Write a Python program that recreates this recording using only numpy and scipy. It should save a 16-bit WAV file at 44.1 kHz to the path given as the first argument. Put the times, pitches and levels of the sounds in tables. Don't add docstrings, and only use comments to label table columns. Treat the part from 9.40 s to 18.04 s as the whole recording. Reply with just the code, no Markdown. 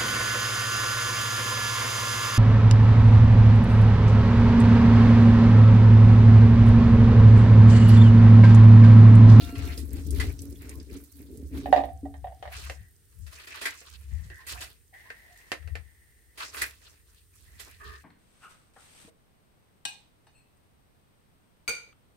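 import sys
import numpy as np
from scipy import signal
from scipy.fft import rfft, irfft
from scipy.io import wavfile
from scipy.ndimage import uniform_filter1d

SR = 44100
rng = np.random.default_rng(int(sys.argv[2]) if len(sys.argv) > 2 else 0)


def int16_out(signal):
    q = np.round(np.clip(np.atleast_2d(signal).T, -1, 1) * 32767)
    wavfile.write(sys.argv[1], SR, q.astype(np.int16))


N = 380890
T = np.arange(N) / SR
RING_T = T[:SR // 2]
POUR_END_S = 2.4

# (time [s], length [s], drumming [dB], spray [dB], basin boom [dB])
GUSHES = [(0.01, 0.084, -44, -50, -39), (0.19, 0.11, -42, -45.5, -32.5), (0.38, 0.07, -42, -64, -35.5),
          (0.54, 0.046, -40, -53.5, -34), (0.682, .2, -40.5, -66.5, -28.5), (0.773, 0.012, -45, -41, -39),
          (1.018, 0.1, -44, -64.5, -42), (1.216, .09, -49, -55.5, -43), (1.359, 0.034, -46, -63.5, -39.5),
          (1.523, 0.036, -42, -56, -43.5), (1.79, 0.037, -48.5, -65.5, -49), (1.915, 0.11, -44.5, -73, -49),
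          (2.144, 0.035, -37.5, -51, -42), (2.25, 0.16, -38.5, -61, -44.5)]
# (frequency [Hz], level [dB], t60 [s])
FLOOR_MODES = [(168, -13.5, .15), (236, -14.5, 0.31), (279, 2.5, 0.34), (270, -0.5, .15), (329, -6, 0.13),
               (391.7, -9, 0.17), (431, -13, 0.41)]
# (frequency [Hz], level [dB])
SHELL_SPECTRUM = [(120, -37.5), (280, -9.5), (430, -8.5), (620, -13), (1100, -6), (1800, -4.5),
                  (2600, -1.5), (3400, -5.5), (4500, -6), (6000, -13), (9000, -15.5), (14000, -21),
                  (16000, -27.5)]
# (frequency [Hz], level [dB], t60 [s])
TUB_MODES = [(310, -11, 0.18), (469, -3, 0.12), (686, -2, 0.11), (1630, -0.5, 0.032), (1820, -1.5, 0.092),
             (1938, 0, 0.063), (2000, -11.5, 0.11), (2070, -2, 0.11), (2420, -11.5, 0.14),
             (2695, -1, 0.053), (2960, -13, 0.097), (4410, -4, 0.038), (5220, -27, 0.032)]


def undb(db):
    return 10 ** (np.asarray(db) / 20)


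def unit(x):
    return x / np.sqrt(np.mean(x ** 2))


def pan(db):
    return undb(np.array([[.5], [-.5]]) * db)


def add(out, time_s, x):
    i = int(time_s * SR)
    out[:, i:i + x.shape[1]] += x[:, :N - i]


def convolve(x, response):
    return signal.fftconvolve(np.atleast_2d(x), np.atleast_2d(response), axes=1)[:, :x.shape[-1]]


def colour(x, spectrum):
    size = 4096
    hz, db = np.transpose(spectrum)
    bins_hz = np.fft.rfftfreq(size, 1 / SR)
    gain = unit(undb(np.interp(np.log(bins_hz + 1), np.log(hz), db)))
    cepstrum = irfft(np.log(gain))[:size // 2]
    cepstrum[1:] *= 2
    return convolve(x, irfft(np.exp(rfft(cepstrum, size))))


def band(x, lo_hz, hi_hz):
    sos = signal.butter(3, [lo_hz, min(hi_hz, SR * 4 / 9)], "band", fs=SR, output="sos")
    return signal.sosfilt(sos, x)


def fade(t60_s):
    return np.exp(-np.log(1000) * RING_T / t60_s)


def burst(t60_s):
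    return rng.standard_normal((2, len(RING_T))) * fade(t60_s)


def ring(modes, spread_db=0, detune=0):
    y = 0
    for hz, db, t60_s in modes:
        level_draw, pitch_draw = rng.standard_normal(2)
        tone = np.sin(2 * np.pi * hz * (1 + detune * pitch_draw) * RING_T)
        y = y + undb(db + spread_db * level_draw) * fade(t60_s) * tone
    return y / np.abs(y).max()


def walk(rate_hz):
    hold = int(SR / rate_hz)
    steps = np.repeat(rng.standard_normal(N // hold + 1), hold)
    return unit(uniform_filter1d(steps, hold)[:N])


def grains(per_s, scatter_db):
    size = undb(scatter_db * np.minimum(rng.exponential(size=N), 4))
    return unit((rng.random(N) < per_s / SR) * size * rng.choice([-1, 1], N))


def crackle(per_s, scatter_db, t60_s, patchy_db):
    edges_hz = [100, 900, 1600, 2800, 5000, 9000, 17000]
    pole = np.exp(-2 * np.log(1000) / (t60_s * SR))
    shared, out = grains(per_s, scatter_db) ** 2, 0
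    for lo_hz, hi_hz in zip(edges_hz, edges_hz[1:]):
        power = signal.lfilter([1], [1, -pole], shared + grains(per_s, scatter_db) ** 2)
        noise = rng.standard_normal((2, N))
        envelope = unit(np.sqrt(power) * undb(patchy_db * walk(35)))
        out = out + band(noise * envelope, lo_hz, hi_hz)
    return out


def swells(starts_s, lengths_s, levels_db, rise_s, fall_s, sag_db_per_s=0):
    t, power = T[::32], 1e-12
    for start_s, length_s, db in zip(starts_s, lengths_s, levels_db):
        ramps = np.maximum(start_s - t, 0) / rise_s + np.maximum(t - start_s - length_s, 0) / fall_s
        sag_db = sag_db_per_s * np.maximum(t - start_s, 0)
        power = power + undb(db - sag_db - 60 * ramps) ** 2
    return np.interp(T, t, np.sqrt(power))


def steady(x, window_s):
    power = np.mean(np.atleast_2d(x) ** 2, axis=0)
    return x / np.sqrt(uniform_filter1d(power, int(window_s * SR)) + 1e-9)


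def brighten(x, gain, treble_gain, pan_db):
    low = signal.sosfilt(signal.butter(4, 6500, fs=SR, output="sos"), x)
    return gain * unit(low) + treble_gain * pan(pan_db) * unit(band(x, 6500, 17000))


def room(x, near_db, far_db):
    near, far = burst(0.059), burst(0.16) * (1 - fade(0.017))
    response = (undb(near_db) * unit(near) + undb(far_db) * unit(far)) / np.sqrt(len(RING_T))
    response[:, 0] += 1
    return convolve(x, response / np.sqrt(np.sum(response ** 2) / 2))


def bubble(hz, cycles, rise):
    life_s = cycles / hz
    pitch_hz = hz * (1 + rise * (1 - fade(2 * life_s)))
    return fade(life_s) * (1 - fade(life_s / 4)) * np.sin(2 * np.pi * np.cumsum(pitch_hz) / SR)


def bubbles(count, lo_hz, hi_hz, cycles, scatter_db):
    out = np.zeros((1, N))
    for when, pitch, strength in rng.random((count, 3)):
        tone = bubble(lo_hz * (hi_hz / lo_hz) ** pitch, cycles, rise=0.18)
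        add(out, when * POUR_END_S, undb(scatter_db * strength ** 2) * tone[None])
    return out / np.sqrt(np.sum(out ** 2) / (POUR_END_S * SR))


def pouring():
    # (frequency [Hz], level [dB])
    spray_spectrum = [(300, -4.5), (600, 1.5), (1000, -1.5), (2300, 2), (3100, -4), (4000, -1.5),
                      (7000, -14), (13000, -13), (16000, -15)]
    # (frequency [Hz], level [dB])
    whine_tones = [(694, -53), (1357, -58), (1571, -70), (2799, -62), (4203, -61.5)]
    starts_s, lengths_s, drum_db, spray_db, _ = np.transpose(GUSHES)
    drum = unit(band(convolve(grains(per_s=500, scatter_db=5), ring(FLOOR_MODES)), 130, 620))
    gurgle = bubbles(count=110, lo_hz=256, hi_hz=415, cycles=47, scatter_db=3.5)
    drum_gain = swells(starts_s, lengths_s, drum_db, rise_s=0.19, fall_s=0.33)
    drum = steady(drum + undb(-9) * gurgle, window_s=.08) * drum_gain * pan(-5)

    spray_gain = swells(starts_s, lengths_s, spray_db, rise_s=0.12, fall_s=0.49)
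    mist_gain = swells([0], [POUR_END_S], [-57], rise_s=0.12, fall_s=0.49, sag_db_per_s=5)
    spray = colour(crackle(per_s=900, scatter_db=4.5, t60_s=0.048, patchy_db=3.5), spray_spectrum)
    spray = brighten(spray, spray_gain, np.hypot(mist_gain, undb(-7.5) * spray_gain), pan_db=-6)
    spatter = bubbles(count=120, lo_hz=3000, hi_hz=13000, cycles=35, scatter_db=15)
    spatter = undb(-8.5) * mist_gain * room(spatter, near_db=-1, far_db=-5) * pan(-4)

    whine = 0
    for hz, db in whine_tones:
        gain = undb(db + 2 * walk(5.4))
        pitch_hz = hz * (1 + 0.0033 * walk(27))
        whine = whine + gain * np.sin(2 * np.pi * np.cumsum(pitch_hz) / SR)
    return drum + spray + spatter + whine * np.interp(T, [.3, .42], [.8, 0])


def trickle():
    ticks = band(crackle(per_s=110, scatter_db=6.5, t60_s=.012, patchy_db=4), 4900, 16000)
    level_db = np.interp(T, [0, 1, 2.1, 2.6, 3.7, 8.6], [-63.5, -63, -67.5, -73.5, -77, -102])
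    return unit(ticks) * pan(-10) * undb(level_db)


def background():
    # (frequency [Hz], level [dB])
    air_spectrum = [(15, -42), (25, -13), (55, 2), (81, 0), (206, -20.5), (450, -20.5), (579, -35),
                    (1070, -38), (1860, -27), (2400, -36), (3160, -33), (6000, -36.5), (7800, -54),
                    (13200, -120)]
    # (frequency [Hz], level [dB])
    mic_spectrum = [(2500, -8.5), (5000, -6), (7500, -1), (9100, 10), (10200, -5.5), (13000, 2.5),
                    (16000, -3)]
    # (time [s], length [s], level [dB])
    hiss_spells = [(4.713, .3, -60.5), (5.539, 2.2, -52.5), (8.055, .55, -64)]
    # (frequency [Hz], level [dB])
    hiss_spectrum = [(400, -16), (750, -11.5), (1300, -20.5), (1640, -10), (1830, 3), (2040, -1),
                     (2330, -14), (4000, -20.5), (8000, -28), (15000, -25.5)]
    air = colour(rng.standard_normal((2, N)) + rng.standard_normal(N), air_spectrum)
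    hiss = colour(crackle(per_s=470, scatter_db=1.5, t60_s=0.035, patchy_db=-1), hiss_spectrum)
    hiss *= swells(*np.transpose(hiss_spells), rise_s=0.035, fall_s=.6, sag_db_per_s=13.5)
    air = unit(air) * undb(-61 + walk(3.5))
    mic_noise = undb(-66.5) * colour(rng.standard_normal((2, N)), mic_spectrum)
    return air + hiss + mic_noise


def sink():
    # (frequency [Hz], level [dB], t60 [s])
    basin_modes = [(68.93, 3, .45), (75, -2, 0.78), (90, -11, 0.39), (118, -26.5, .15), (155, -20.5, .12)]
    # (time [s], length [s], level [dB], left minus right [dB])
    nudges = [(2.045, 0.12, -38.5, -0.5), (2.42, 0.47, -43.5, 2), (3.064, 0.35, -45.5, 1.5),
              (3.242, 0.032, -40.5, 11), (3.817, 0.021, -44, 15), (4.544, 0.38, -48, -3.5),
              (4.731, 0.04, -39, 24), (5.14, 0.055, -46, -7), (6.249, 0.084, -48, 27),
              (6.308, 0.028, -41.5, 20), (7.21, 0.022, -48, -2), (8.053, .36, -58.5, -4),
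              (8.47, 0.041, -46, -3)]
    # (time [s], level [dB])
    thumps = [(0.127, -23), (0.377, -25.5), (1.551, -45), (2.162, -25), (2.363, -33.5), (2.631, -23)]
    ramps = dict(rise_s=0.27, fall_s=.36)
    starts_s, lengths_s, _, _, boom_db = np.transpose(GUSHES)
    water_gain = swells(starts_s, lengths_s, boom_db, **ramps) * pan(7.8)
    starts_s, lengths_s, level_db, pan_db = np.transpose(nudges)
    arm_gain = [swells(starts_s, lengths_s, level_db + side * pan_db / 2, **ramps) for side in (1, -1)]
    booms = [convolve(grains(per_s=300, scatter_db=4), ring(basin_modes)) for _ in range(2)]
    common, apart = (steady(band(boom, 48, 190), window_s=0.087) for boom in booms)
    out = (common + undb(-8.5) * apart * np.array([[1], [-1]])) * np.hypot(water_gain, arm_gain)
    for time_s, db in thumps:
        thump = ring(FLOOR_MODES, spread_db=0.85) * (1 - fade(0.026))
        add(out, time_s, undb(db) * thump * pan(-0.5))
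    return out


def drops():
    # (time [s], level [dB], starting pitch [Hz])
    drips = [(0.0407, -25.5, 3420), (0.2744, -32, 3430), (0.3767, -24, 4840), (0.532, -25, 13500),
             (0.7068, -19, 8700), (0.991, -27, 5700), (1.019, -26, 9000), (1.158, -41.5, 3260),
             (1.22, -31, 11600), (1.2935, -23, 8200), (1.4, -32, 4750), (1.6382, -31, 12900),
             (1.973, -32, 9900)]
    out = np.zeros((2, N))
    for time_s, db, hz in drips:
        tick = band(burst(0.025), 0.54 * hz, 1.6 * hz)
        plink = bubble(hz, cycles=47, rise=0.15)
        add(out, time_s, undb(db - 1) * pan(-2.5) * (0.75 * plink + 0.32 * tick))
    return room(out, near_db=-3, far_db=-7)


def slaps():
    # (time [s], level [dB], treble tilt [dB], t60 [s], smack [dB], left minus right [dB])
    hits = [(0.153, -30, -4, 0.055, -16, -2), (0.372, -37, 19, 0.19, -17, -5),
            (0.553, -45.5, 9, 0.31, -20, -1), (0.798, -20.5, 2.5, 0.09, 12, 0),
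            (3.864, -40.5, 5, 0.12, 2, 0), (3.923, -38.5, 9, 0.12, -6, -2),
            (3.996, -33.5, -4, 0.061, -11, -2), (4.07, -32.5, 0, 0.093, 0, 2),
            (4.166, -37, -13, 0.18, -5, -12), (4.212, -25.5, 1.5, 0.2, 4, -2),
            (4.254, -18, 3.5, 0.084, 15.5, .5), (5.066, -33.5, 15, 0.24, 13, -3),
            (5.205, -29.5, 7.5, 0.2, -10, -2.5), (6.974, -34, 4, 0.39, 1, -2),
            (7.167, -32.5, 3, 0.37, 12, -6), (7.216, -15, 12, 0.048, 11, 0.5),
            (8.196, -30.5, 9.5, 0.096, -12, -5)]
    out = np.zeros((2, N))
    impulse, attack = np.eye(1, 512), 1 - fade(.007)
    for time_s, db, treble_db, t60_s, smack_db, pan_db in hits:
        spray = colour(burst(t60_s), SHELL_SPECTRUM)
        tilt = colour(impulse, [(3000, -treble_db), (9000, 0)]) * undb(treble_db / 2)
        smack = undb(smack_db) * band(burst(0.082), 1540, 2330)
        add(out, time_s, undb(db - 5.5) * pan(pan_db) * (convolve(spray, tilt) + smack) * attack)
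    return room(out, near_db=4, far_db=0.5)


def in_tub(x):
    walls = np.array([unit(ring(TUB_MODES, spread_db=2, detune=.015)) for _ in range(2)])
    return x + undb(-16) * convolve(x, walls / np.sqrt(len(RING_T)))


def rubs():
    # (time [s], length [s], level [dB], resonance [Hz])
    strokes = [(1.306, 0.1, -56, 1070), (3.355, 0.15, -56.5, 1910), (4.895, 0.048, -51, 366),
               (4.9, 0.063, -41, 1900), (4.961, 0.094, -44.5, 1910), (4.985, 0.071, -54, 1050),
               (5.139, 0.14, -49, 746), (5.522, 0.039, -52.5, 778), (5.545, 0.033, -45, 1930),
               (5.65, 0.064, -54, 1060), (5.884, 0.077, -55.5, 720), (8.398, 0.18, -44, 1224),
               (8.401, 0.2, -43.5, 1790), (8.411, 0.18, -48.5, 421)]
    out = np.zeros((2, N))
    for time_s, length_s, db, hz in strokes:
        slips = rng.standard_normal((2, len(RING_T)))
        squeak = signal.lfilter(*signal.iirpeak(hz, Q=11, fs=SR), slips)
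        envelope = np.interp(RING_T / length_s, [0, .15, .7, 1.2], [0.27, 0.44, 0.39, 0])
        add(out, time_s, undb(db) * unit(band(squeak, 0.763 * hz, 1.027 * hz)) * envelope)
    return out


def scoop():
    # (time [s], level [dB], relative crack [dB], left minus right [dB])
    knocks = [(2.258, -24.5, 2.5, -8), (2.272, -25, -10, -6), (2.327, -3.5, -4, -7), (2.362, -13.5, 3, 8),
              (2.376, -14, -3, -13), (2.404, -17.5, -10, 1), (2.437, -23, -2, -9), (2.489, -34.5, -2, 1),
              (2.654, -31.5, -10, -4), (2.741, -43, 8.5, 0), (2.843, -23.5, -11.5, -0.5),
              (2.871, -34, 1, 8), (2.921, -39.5, -3, -5), (3.026, -35.5, 14.5, -1), (3.054, -37.5, 12, -17),
              (3.076, -31.5, 4.5, 2), (3.299, -39, 6.5, 0)]
    # (frequency [Hz], level [dB], t60 [s])
    hollow_modes = [(504, -14.5, 0.32), (608, 5, 0.15), (665, -7.5, .22), (688, -2.5, 0.36), (734, 0, .26),
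                    (761, -4, 0.37), (780, -2.5, 0.26), (930, -14, 0.14), (1207, -20.5, 0.18),
                    (1910, -19.5, .12), (1900, -19, .12), (2470, -27, .1), (2850, -22, .12),
                    (3714, -22.5, 0.074)]
    # (frequency [Hz], level [dB], t60 [s])
    clunk_modes = [(645, -1, 0.055), (726, 4, 0.054), (1860, -17, 0.043)]
    # (frequency [Hz], level [dB])
    crack_spectrum = [(150, -22), (450, -6), (750, 8), (1400, -11), (1900, 1.5), (2400, -10.5), (3600, -12),
                      (5500, -24.5), (9000, -36), (16000, -44)]
    body, cracks = np.zeros((2, 2, N))
    for time_s, db, crack_db, pan_db in knocks:
        hollow = ring(hollow_modes, spread_db=1.5, detune=.006) * (1 - fade(0.018))
        clunk = ring(clunk_modes, detune=.02) * (1 - fade(.02))
        reflections = unit(band(burst(.12), 610, 880)) / unit(fade(0.065)).max()
        knock = undb(-2.5) * hollow + undb(4) * clunk + undb(-14) * reflections
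        attack = 1 - fade(.003 * undb(-crack_db))
        add(body, time_s, undb(db) * knock * attack * pan(pan_db - 2))
        add(cracks, time_s, undb(db + crack_db - 9) * colour(burst(0.026), crack_spectrum))
    return room(body, near_db=-23.5, far_db=-21.5) + room(cracks, near_db=-6, far_db=1)


def shells():
    # (time [s], length [s], level [dB], relative treble [dB])
    rummages = [(3.131, .15, -48, -4.5), (3.698, 0.26, -76.5, 9.5), (3.926, 0.14, -52, -7),
                (4.108, 0.2, -46, -9), (4.35, 0.19, -55, -5.5), (4.6, 0.35, -66, 0.5),
                (4.916, 0.11, -61.5, -12), (5.096, 0.022, -40, -2.5), (5.217, 0.013, -46.5, -6),
                (5.923, 0.17, -65, -2.5), (7.008, 0.021, -38, -16), (7.147, 0.093, -41, -7.5),
                (7.419, 0.085, -56.5, -7), (7.69, 0.09, -67, -6.5), (7.941, 0.32, -68, 2),
                (8.198, 0.12, -56, -3.5), (8.41, 0.13, -53.5, -10)]
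    starts_s, lengths_s, level_db, treble_db = np.transpose(rummages)
    slips = colour(crackle(per_s=270, scatter_db=0.5, t60_s=0.043, patchy_db=4), SHELL_SPECTRUM)
    snaps = band(crackle(per_s=90, scatter_db=4.5, t60_s=.014, patchy_db=3), 2500, 15000)
    gain = swells(starts_s, lengths_s, level_db, rise_s=0.1, fall_s=0.35)
    treble_gain = swells(starts_s, lengths_s, level_db + treble_db, rise_s=0.1, fall_s=0.35)
    return brighten(unit(slips) + .3 * unit(snaps), gain, treble_gain, pan_db=-6)


def taps():
    # (time [s], level [dB], thud and click re ring [dB], left minus right [dB])
    contacts = [(3.298, -25, -2, 0), (4.415, -42, 0, -3), (4.901, -42, 0, 1), (5.703, -21.5, -15, -2),
                (6.1178, -15, -3.5, 0), (6.227, -45, -6, -4), (6.275, -36, -6, 1), (6.354, -24, -7, -2)]
    # (frequency [Hz], level [dB])
    click_spectrum = [(150, -38.5), (500, 1), (950, -9.5), (1800, -4.5), (2700, -5.5), (3400, -12.5),
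                      (4500, -12), (7000, -20.5), (12000, -24), (16000, -48)]
    out = np.zeros((2, N))
    impulse, ring_hz = np.eye(1, 512), 1690
    for time_s, db, thud_db, pan_db in contacts:
        click = colour(undb(3) * burst(0.013) + undb(-3) * burst(0.098), click_spectrum)
        walls = np.array([ring(TUB_MODES, spread_db=2, detune=.006) for _ in range(2)])
        touch = colour(impulse, [(ring_hz / 2, thud_db), (ring_hz, 0), (ring_hz * 2, thud_db)])
        touch /= np.abs(rfft(touch)).max()
        tap = convolve(undb(-0.5) * walls + undb(-7) * click, touch)
        add(out, time_s, undb(db) * pan(pan_db) * tap)
    return room(out, near_db=-26, far_db=-7.5)


def scene():
    water = pouring() + trickle() + drops()
    bodies = sink() + scoop() + taps()
    shellfish = in_tub(shells() + slaps()) + rubs()
    return water + bodies + shellfish + background()


def record(dry):
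    low_cut = signal.sosfilt(signal.butter(3, 40, "high", fs=SR, output="sos"), dry)
    return signal.sosfilt(signal.ellip(10, .2, 80, 15800, fs=SR, output="sos"), low_cut)


dry = scene()
out = record(dry)
int16_out(out)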